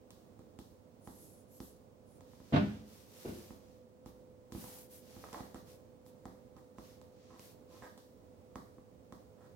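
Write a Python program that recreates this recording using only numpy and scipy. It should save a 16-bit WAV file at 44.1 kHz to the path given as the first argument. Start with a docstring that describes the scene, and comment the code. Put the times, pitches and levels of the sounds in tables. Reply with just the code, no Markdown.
"""A hand taps, grips and turns a computer monitor in a small room, close to a phone.
From the start a fan hums and fingertips ring the panel and shell; at 1 s they hiss along the bezel.
From 2.2 s skin rubs over bezel and screen. The stand rocks on the desk at 2.5 s, booming and rattling,
and knocks more softly near 3.3 s and 4.5 s. Then a fingertip sticks and slips among further taps;
the rubbing ends near 8 s, and a last scuff comes at 9.4 s."""
import sys
import numpy as np
from scipy import signal
from scipy.fft import rfft, irfft, next_fast_len
from scipy.io import wavfile
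from scipy.ndimage import uniform_filter1d

SR = 44100
rng = np.random.default_rng(int(sys.argv[2]) if len(sys.argv) > 2 else 0)


def store_wav(level_fs):
    """Save 16-bit WAV to argv[1]."""
    pcm = np.round(np.clip(np.atleast_2d(level_fs), -1, 1) * 32767)
    wavfile.write(sys.argv[1], SR, pcm.T.astype(np.int16))


N = 421155
TIME = np.arange(N) / SR
# spectrum of the room's reflections: f/Hz, level/dB
ROOM_SPECTRUM = [(50, -12.5), (200, 1), (600, 4), (1500, 1.5), (4000, 10), (9000, 3), (16000, 2)]
# stereo width of the room's sound field, side against mid: f/Hz, level/dB
ROOM_WIDTH = [(30, 19), (100, -14), (250, -7.5), (500, -3.5), (1000, 1.5), (16000, -0.5)]


def finger_taps(clack_db=2.5, thud_db=4, tick_db=10, room_db=-32.5, travel_s=0.001096):
    """Impact excitation: each tap bends the panel, rings the shell and ticks; scuffs join the taps."""
    # finger contacts: t/s, shell clack level/dB, panel thud level/dB, nail tick level/dB, spot f/Hz
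    taps = [(0.105, -57, -57.5, -57, 985), (0.391, -55.5, -50.5, -68, 760), (0.588, -48.5, -44.5, -55, 830),
            (1.073, -43, -44.5, -58, 830), (1.602, -46.5, -41.5, -54, 850), (2.207, -53.5, -57, -64, 935),
            (2.333, -56, -57.5, -70, 940), (2.401, -55, -50.5, -73, 990), (3.505, -48.5, -46, -70, 910),
            (4.059, -47.5, -45.5, -60.5, 856), (4.521, -49, -43, -51, 1000), (4.548, -47, -37, -69, 829),
            (4.64, -46.5, -48.5, -55.5, 865), (5.164, -51, -46.5, -72, 820), (5.239, -39, -61, -69, 1190),
            (5.286, -48, -69, -66, 1190), (5.329, -50, -49, -49, 736), (5.344, -35, -56, -67, 1080),
            (5.404, -40.5, -40.5, -62, 750), (5.544, -43.5, -43, -57, 735), (6.063, -57, -58, -66, 915),
            (6.254, -40.5, -42.5, -58.5, 770), (6.565, -64, -54.5, -67, 900),
            (6.783, -44, -45.5, -59.5, 1040), (7.014, -54.5, -66, -63.5, 925), (7.305, -54, -55, -82, 1100),
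            (7.394, -57, -55.5, -56.5, 1070), (7.822, -42, -50, -66, 1730), (7.976, -52.5, -58, -57, 890),
            (8.556, -37, -41, -55, 1100), (8.782, -54.5, -52.5, -89, 1100), (9.123, -44, -46, -59.5, 1080)]
    # bending modes of the whole panel: f/Hz, level/dB, T60/s
    panel_modes = [(63.7, -14.5, 0.42), (108.2, -6.5, 0.061), (209.4, -1, 0.059), (265, -1, 0.076),
                   (339, 6.5, 0.041)]
    s, clack, thud, tick, spot_hz = np.transpose(taps)
    s = s + travel_s
    slips, shell = scuffs()
    for start, db, hz in zip(s, clack + clack_db, spot_hz):
        add(shell, start, undb(db) * shell_response(hz))
    body = shell + drive(blows(s, thud + thud_db), ring(panel_modes, contact_s=0.00053))
    tick_envelope = drive(blows(s, tick + tick_db) + undb(-13) * slips, np.exp(-TIME[:2048] / .0005))
    ticks = tick_envelope * hiss([(500, -37), (2000, 9), (5000, 5.5), (8000, 10), (16000, -51)])
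    # each tick excites the room as one clean impulse
    into_room = body + blows(s, tick + tick_db + 10.5) + undb(1) * slips
    walls = drive(into_room, reflections(ROOM_SPECTRUM, build_s=0.00064))
    return body * pan(-6.0) + ticks + undb(room_db) * walls * pan(-1.1)


def shell_response(spot_hz, spot_db=2, spot_t60=0.023, fingertip_hz=2300):
    """Modal weights vary with the point of contact, and the touched spot adds its own resonance."""
    # modes of the plastic shell: f/Hz, level/dB, T60/s
    shell_modes = [(339, -7.5, 0.16), (560, 11, 0.0055), (745, 8.5, 0.0044), (960, -6, 0.027),
                   (1097, 6, 0.0071), (1530, -29, 0.0027), (1774, -4.5, 0.0088)]
    modes = np.array(shell_modes) + np.outer(rng.standard_normal(len(shell_modes)), [0, 1, 0])
    clack = ring([*modes, (spot_hz, spot_db, spot_t60)], contact_s=.00002)
    # a soft fingertip passes on little treble
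    return signal.sosfilt(signal.butter(4, fingertip_hz, fs=SR, output="sos"), clack)


def scuffs(slips_per_s=420, scatter_db=4):
    """Stick-slip friction: a fingertip pushes the shell unevenly; returns the force and its sound."""
    # scuffs on the screen: t/s, duration/s, level/dB, rubbed spot f/Hz
    contacts = [(4.562, 0.23, -63.5, 880), (5.324, 0.085, -50, 880), (5.432, 0.031, -61, 755),
                (5.546, 0.0197, -51, 767), (6.559, 0.052, -60, 1040), (7.292, 0.079, -58, 1100),
                (7.7, 0.12, -65, 1000), (7.812, 0.063, -50, 1580), (9.378, 0.092, -63.5, 1320)]
    slipping = rng.random(N) < slips_per_s / SR
    slips = slipping * undb(scatter_db * np.clip(rng.standard_normal(N), -2, 1))
    force, sound = np.zeros(N), np.zeros(N)
    for s, length, db, hz in contacts:
        push = undb(db) * slips[int(s * SR):int(s * SR) + int(length * SR) + 1]
        add(force, s, push)
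        add(sound, s, signal.fftconvolve(push, shell_response(hz)))
    return force, sound


def stand_knocks(boom_db=1, clunk_db=-1.0, rattle_db=1, cover_db=-7, room_db=-33):
    """Repeated impacts excite free vibration: the desk booms, the stand clunks, the housing rattles."""
    # blows of the stand on the desk: t/s, boom level/dB, clunk level/dB, rattle level/dB
    knocks = [(2.524, -25, -29, -36.5), (2.530, -37, -41, -32), (2.5374, -15.5, -24.5, -27),
              (2.545, -18, -33, -33), (2.558, -27, -28.5, -23), (2.568, -17.5, -31, -29),
              (2.578, -17, -36.5, -33), (3.249, -54, -38, -48), (3.255, -35, -31, -49),
              (3.275, -36.5, -54, -45), (3.292, -33, -43, -51), (3.304, -41, -39.5, -57),
              (4.551, -35.5, -60, -52)]
    # modes of the desk, the stand and the thin back cover: f/Hz, level/dB, T60/s
    desk_modes = [(54.4, -14.5, 0.78), (78.5, -11.5, 1), (105.2, -7.5, 0.45), (124, -15, 0.49),
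                  (145.5, -14, 0.31), (173.3, -2, 0.3), (207.6, 0, 0.5), (215, -2, 0.48), (236, 4, 0.25),
                  (257, 5, 0.17), (273.6, 8.5, 0.067), (294, -18, 0.2)]
    stand_modes = [(357, 4.5, 0.086), (377, -4, 0.11), (395.6, -0.5, 0.14), (440, 3, 0.037),
                   (605.5, -13.5, 0.38)]
    cover_modes = [(602, 22, 0.21), (658, 10, 0.23), (1140, -7, .16), (1460, 9, 0.26), (1702, 1, 0.17),
                   (1730, -19, 0.19), (2430, -7, 0.15), (2650, -1.5, .2), (2680, -4, .2), (2785, 6, 0.17),
                   (3010, -11, .2), (3140, -19, 0.35), (3780, -8, .25)]
    # spectrum of the housing's rattle: f/Hz, level/dB
    rattle_spectrum = [(25, -55), (60, -16), (150, 12.5), (300, 8.5), (450, -11), (700, 4), (1100, -4),
                       (1700, -7), (2200, -9.5), (2900, -11.5), (4000, -18), (5200, -25.5), (7000, -38.5),
                       (15000, -62)]
    s, boom, clunk, rattle = np.transpose(knocks)
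    clatter = reflections(rattle_spectrum, build_s=0.0014) * (1 + 3.05 * np.exp(-TIME[:SR] / 0.013))
    clatter = clatter / np.sqrt(np.mean(clatter[:, :2048] ** 2)) / 2
    desk = drive(blows(s, boom + boom_db), ring(desk_modes, contact_s=0.00026))
    stand = drive(blows(s, clunk + clunk_db), ring(stand_modes, contact_s=0.0001))
    housing = undb(rattle_db) * drive(blows(s, rattle), clatter)
    # the loose cover chatters for a few milliseconds after each blow
    chatter_envelope = drive(blows(s, rattle + cover_db), np.exp(-TIME[:2048] / 0.0062))
    chatter = chatter_envelope * rng.standard_normal((2, N)) / 10
    cover = drive(chatter, ring(cover_modes, contact_s=.00001))
    walls = undb(room_db) * drive(stand + desk / 2, reflections(ROOM_SPECTRUM, build_s=0.0084))
    return desk * pan(0.66) + stand + (housing + cover) * pan(-1.7) + walls


def skin_rubbing(grain_db=1.0, low_db=-1, peak_share=0.39, speed_power=1.18):
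    """Friction noise: skin catches on tiny ridges, and the hiss grows as a power of the hand's speed."""
    # strokes over bezel and screen: t/s, duration/s, high hiss level/dB, low hiss against it/dB
    strokes = [(2.223, 0.33, -75, 4.5), (2.37, 0.59, -71, 7), (2.817, 0.33, -65.5, 1),
               (3.037, 0.6, -60, 0.5), (3.51, 0.37, -79, 6), (4.049, 0.075, -69, 0),
               (4.502, 0.34, -54.5, -8), (4.69, 0.2, -56.5, -14), (4.887, 0.14, -57, -20),
               (4.95, 0.66, -64.5, 2), (5.54, 0.095, -70.5, 3), (5.648, 0.14, -65.5, 1),
               (6.048, 0.072, -67.5, -11), (6.752, 0.27, -70, 4.5), (7.09, 0.51, -86, 16.5),
               (7.362, 0.21, -62.5, -2.5), (7.67, 0.23, -70.5, 5.5)]
    # spectra of the high and the low hiss: f/Hz, level/dB
    high_spectrum = [(2000, -10.5), (5000, -7.5), (8000, -5.5), (11000, -2), (14500, -2), (16000, -8.5)]
    low_spectrum = [(700, 3), (1500, -1.5), (3000, -1), (6000, 0.5), (9000, -11.5), (16000, -57)]
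    high, low = np.zeros(N), np.zeros(N)
    for s, length, db, relative_db in strokes:
        friction = hand_speed(s, length, peak_share) ** speed_power
        high = np.hypot(high, undb(db) * friction)
        low = np.hypot(low, undb(db + relative_db + low_db) * friction)
    grain = undb(grain_db * unit(uniform_filter1d(rng.standard_normal(N), size=60)))
    return grain * (lingering(high) * hiss(high_spectrum) + lingering(low) * hiss(low_spectrum))


def bezel_slides(slow_hz=8600, width_hz=620, wobble=.02, flutter_db=1.5, speed_power=1.17):
    """Roughness noise: the bezel's grain passes under the fingers; pitch and level rise with speed."""
    # slides along the bezel: t/s, duration/s, level/dB, top grain rate f/Hz
    slides = [(0.989, 0.48, -64.5, 11600), (1.46, 0.33, -66, 11950), (2.048, 0.17, -74, 9900)]
    level, grain_hz = np.zeros(N), np.full(N, float(slow_hz))
    for s, length, db, top_hz in slides:
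        speed = hand_speed(s, length, peak_share=0.44)
        level += undb(db) * speed ** speed_power
        grain_hz += (top_hz - slow_hz) * speed ** .6  # the rate levels off towards its top
    phase = 2 * np.pi * np.cumsum(grain_hz * (1 + wobble * drift(25))) / SR
    level = level * undb(flutter_db * drift(35))  # the fingers never move quite evenly
    baseband = hiss([(width_hz / 2, 0), (width_hz, -4), (4 * width_hz, -22), (16000, -50)])
    narrow = unit(baseband * np.cos(phase))
    broad = hiss([(1500, -15), (4000, -8), (7000, -0.5), (10000, 0.0), (16000, -8.0)])
    return level * narrow + lingering(level) * broad


def fan(blade_hz=504.8, blade_db=-1, waver=0.148, port_phase_rad=0.64):
    """Flow noise and rotation tones: steady moving air, a wavering blade tone, weaker motor tones."""
    # spectrum of fan and room air: f/Hz, level/dB
    air_spectrum = [(25, -41), (50, -8), (80, 3), (120, 1.5), (160, -1.5), (240, 2), (350, -5), (520, -3.5),
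                    (750, -14), (1100, -20.5), (1600, -28.5), (3000, -34), (9000, -38.5), (13500, -46.5),
                    (15500, -33)]
    # course of the blade tone: t/s, level/dB
    blade_levels = [(0, -68.5), (3.1, -66.5), (3.7, -62.5), (5.4, -62.5), (6.8, -63), (9.55, -64)]
    mid, side = hiss(air_spectrum)
    swell = undb(.8 * drift(5))
    left, right = unit(mid + np.array([[1], [-1]]) * colour(side, ROOM_WIDTH)) * undb(-61) * swell
    left = colour(left, [(100, -10), (500, -1.0), (1500, -3), (6000, 4.5)])
    air = np.array([left, undb(3.5) * right])
    # a standing wave in the room meets the two microphone ports out of step
    phase = 2 * np.pi * np.cumsum(blade_hz + 1.21 * drift(9)) / SR + np.array([[0], [port_phase_rad]])
    level = undb(np.interp(TIME, *np.transpose(blade_levels)) + blade_db) * (1 + waver * drift(16))
    blade = np.sqrt(2) * np.sin(phase) * level
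    motor = sum(undb(db) * np.sin(2 * np.pi * hz * TIME + drift(6))
                for hz, db in [(101, -73), (242, -74.5), (433, -79)])
    return air + blade + motor


def reflections(spectrum, build_s):
    """Reverberation: dense echoes build up, then decay exponentially at a rate set band by band."""
    # reverberation time of the room: f/Hz, T60/s
    room_t60 = [(100, 0.63), (500, 0.4), (2500, 0.51), (12000, 0.74)]
    t, hz = TIME[:SR], np.fft.rfftfreq(SR, 1 / SR)
    mid, side = rfft(rng.standard_normal((2, SR)))
    width = undb(on_log(hz, ROOM_WIDTH))
    field = (mid + np.array([[1], [-1]]) * side * width) / np.sqrt(1 + width ** 2)
    field = field * undb(on_log(hz, spectrum))
    centres = np.geomspace(60, 16000, 8)
    tail = 0
    for centre, share in zip(centres, np.eye(len(centres))):
        band = irfft(field * on_log(hz, np.c_[centres, share]), SR)
        tail = tail + band * np.exp(-np.log(1000) * t / on_log(centre, room_t60))
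    return tail * (1 - np.exp(-t / build_s)) ** 2


def lingering(level, room_db=-9, room_t60=.45):
    """Incoherent addition: a hiss's envelope and the room's fading answer sum in power."""
    retention = np.exp(-2 * np.log(1000) / (room_t60 * SR))
    room_power = signal.lfilter([1 - retention], [1, -retention], level ** 2 + 1e-18)
    return np.sqrt(level ** 2 + undb(room_db) ** 2 * room_power)


def ring(modes, contact_s):
    """Superposition of damped modes after one push; a longer contact is duller."""
    t = TIME[:int(1.5 * SR * max(t60 for hz, db, t60 in modes))]
    y = -sum(undb(db) * np.sin(2 * np.pi * hz * t) * np.exp(-np.log(1000) * t / t60)
             for hz, db, t60 in modes)
    for _ in range(2):
        y = signal.lfilter([1], [1, -np.exp(-1 / (contact_s * SR))], y)
    # slow motion radiates little sound
    y = signal.sosfilt(signal.butter(2, modes[0][0], "high", fs=SR, output="sos"), y)
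    return y / np.abs(y).max()


def hand_speed(start_s, length_s, peak_share):
    """Speed (0-1) of one movement: acceleration up to peak_share of its length, then deceleration."""
    peak_s = start_s + length_s * peak_share
    return np.sin(np.pi / 2 * np.interp(TIME, [start_s, peak_s, start_s + length_s], [0, 1, 0]))


def blows(times, db):
    """Ideal impacts: one impulse for each contact."""
    force = np.zeros(N)
    np.add.at(force, np.clip(np.round(times * SR).astype(int), 0, N - 1), undb(db))
    return force


def drive(force, response):
    """Convolution of a force with an impulse response."""
    return signal.fftconvolve(np.atleast_2d(force), np.atleast_2d(response), axes=-1)[:, :N]


def add(track, s, sound):
    """Superpose a sound on a track at s seconds."""
    start = int(s * SR)
    part = sound[:max(N - start, 0)]
    track[start:start + len(part)] += part


def hiss(spectrum):
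    """Coloured noise, uncorrelated left and right."""
    return unit(colour(rng.standard_normal((2, N)), spectrum))


def colour(x, spectrum):
    """Zero-phase filtering by a spectrum of (f/Hz, level/dB) points."""
    size = next_fast_len(x.shape[-1])
    gain = undb(on_log(np.fft.rfftfreq(size, 1 / SR), spectrum))
    return irfft(rfft(x, size) * gain, size)[..., :x.shape[-1]]


def on_log(hz, points):
    """Interpolate (f/Hz, value) points on a log-frequency axis."""
    f, value = np.transpose(points)
    return np.interp(np.log(hz + 1e-9), np.log(f), value)


def drift(rate_hz):
    """Slow random modulation with a spread near 1."""
    knots = rng.standard_normal(400)
    return 1.24 * np.interp(TIME * rate_hz, np.arange(len(knots)), knots)


def pan(db):
    """Channel gains for a left-minus-right level difference."""
    return undb(np.array([[db], [-db]]) / 2)


def undb(db):
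    """Decibels to amplitude ratio."""
    return 10 ** (np.asarray(db) / 20)


def unit(x):
    """Normalise to an rms of 1."""
    return x / np.sqrt(np.mean(x ** 2))


def scene():
    """Linear superposition of hand, monitor and fan."""
    return finger_taps() + stand_knocks() + skin_rubbing() + bezel_slides() + fan()


def record(dry):
    """Band limiting: the phone cuts off the deepest bass and the highest treble."""
    thin = signal.sosfilt(signal.butter(4, 36, "high", fs=SR, output="sos"), dry)
    return signal.sosfilt(signal.ellip(10, .2, 70, 15950, fs=SR, output="sos"), thin)


dry = scene()
out = record(dry)
store_wav(out)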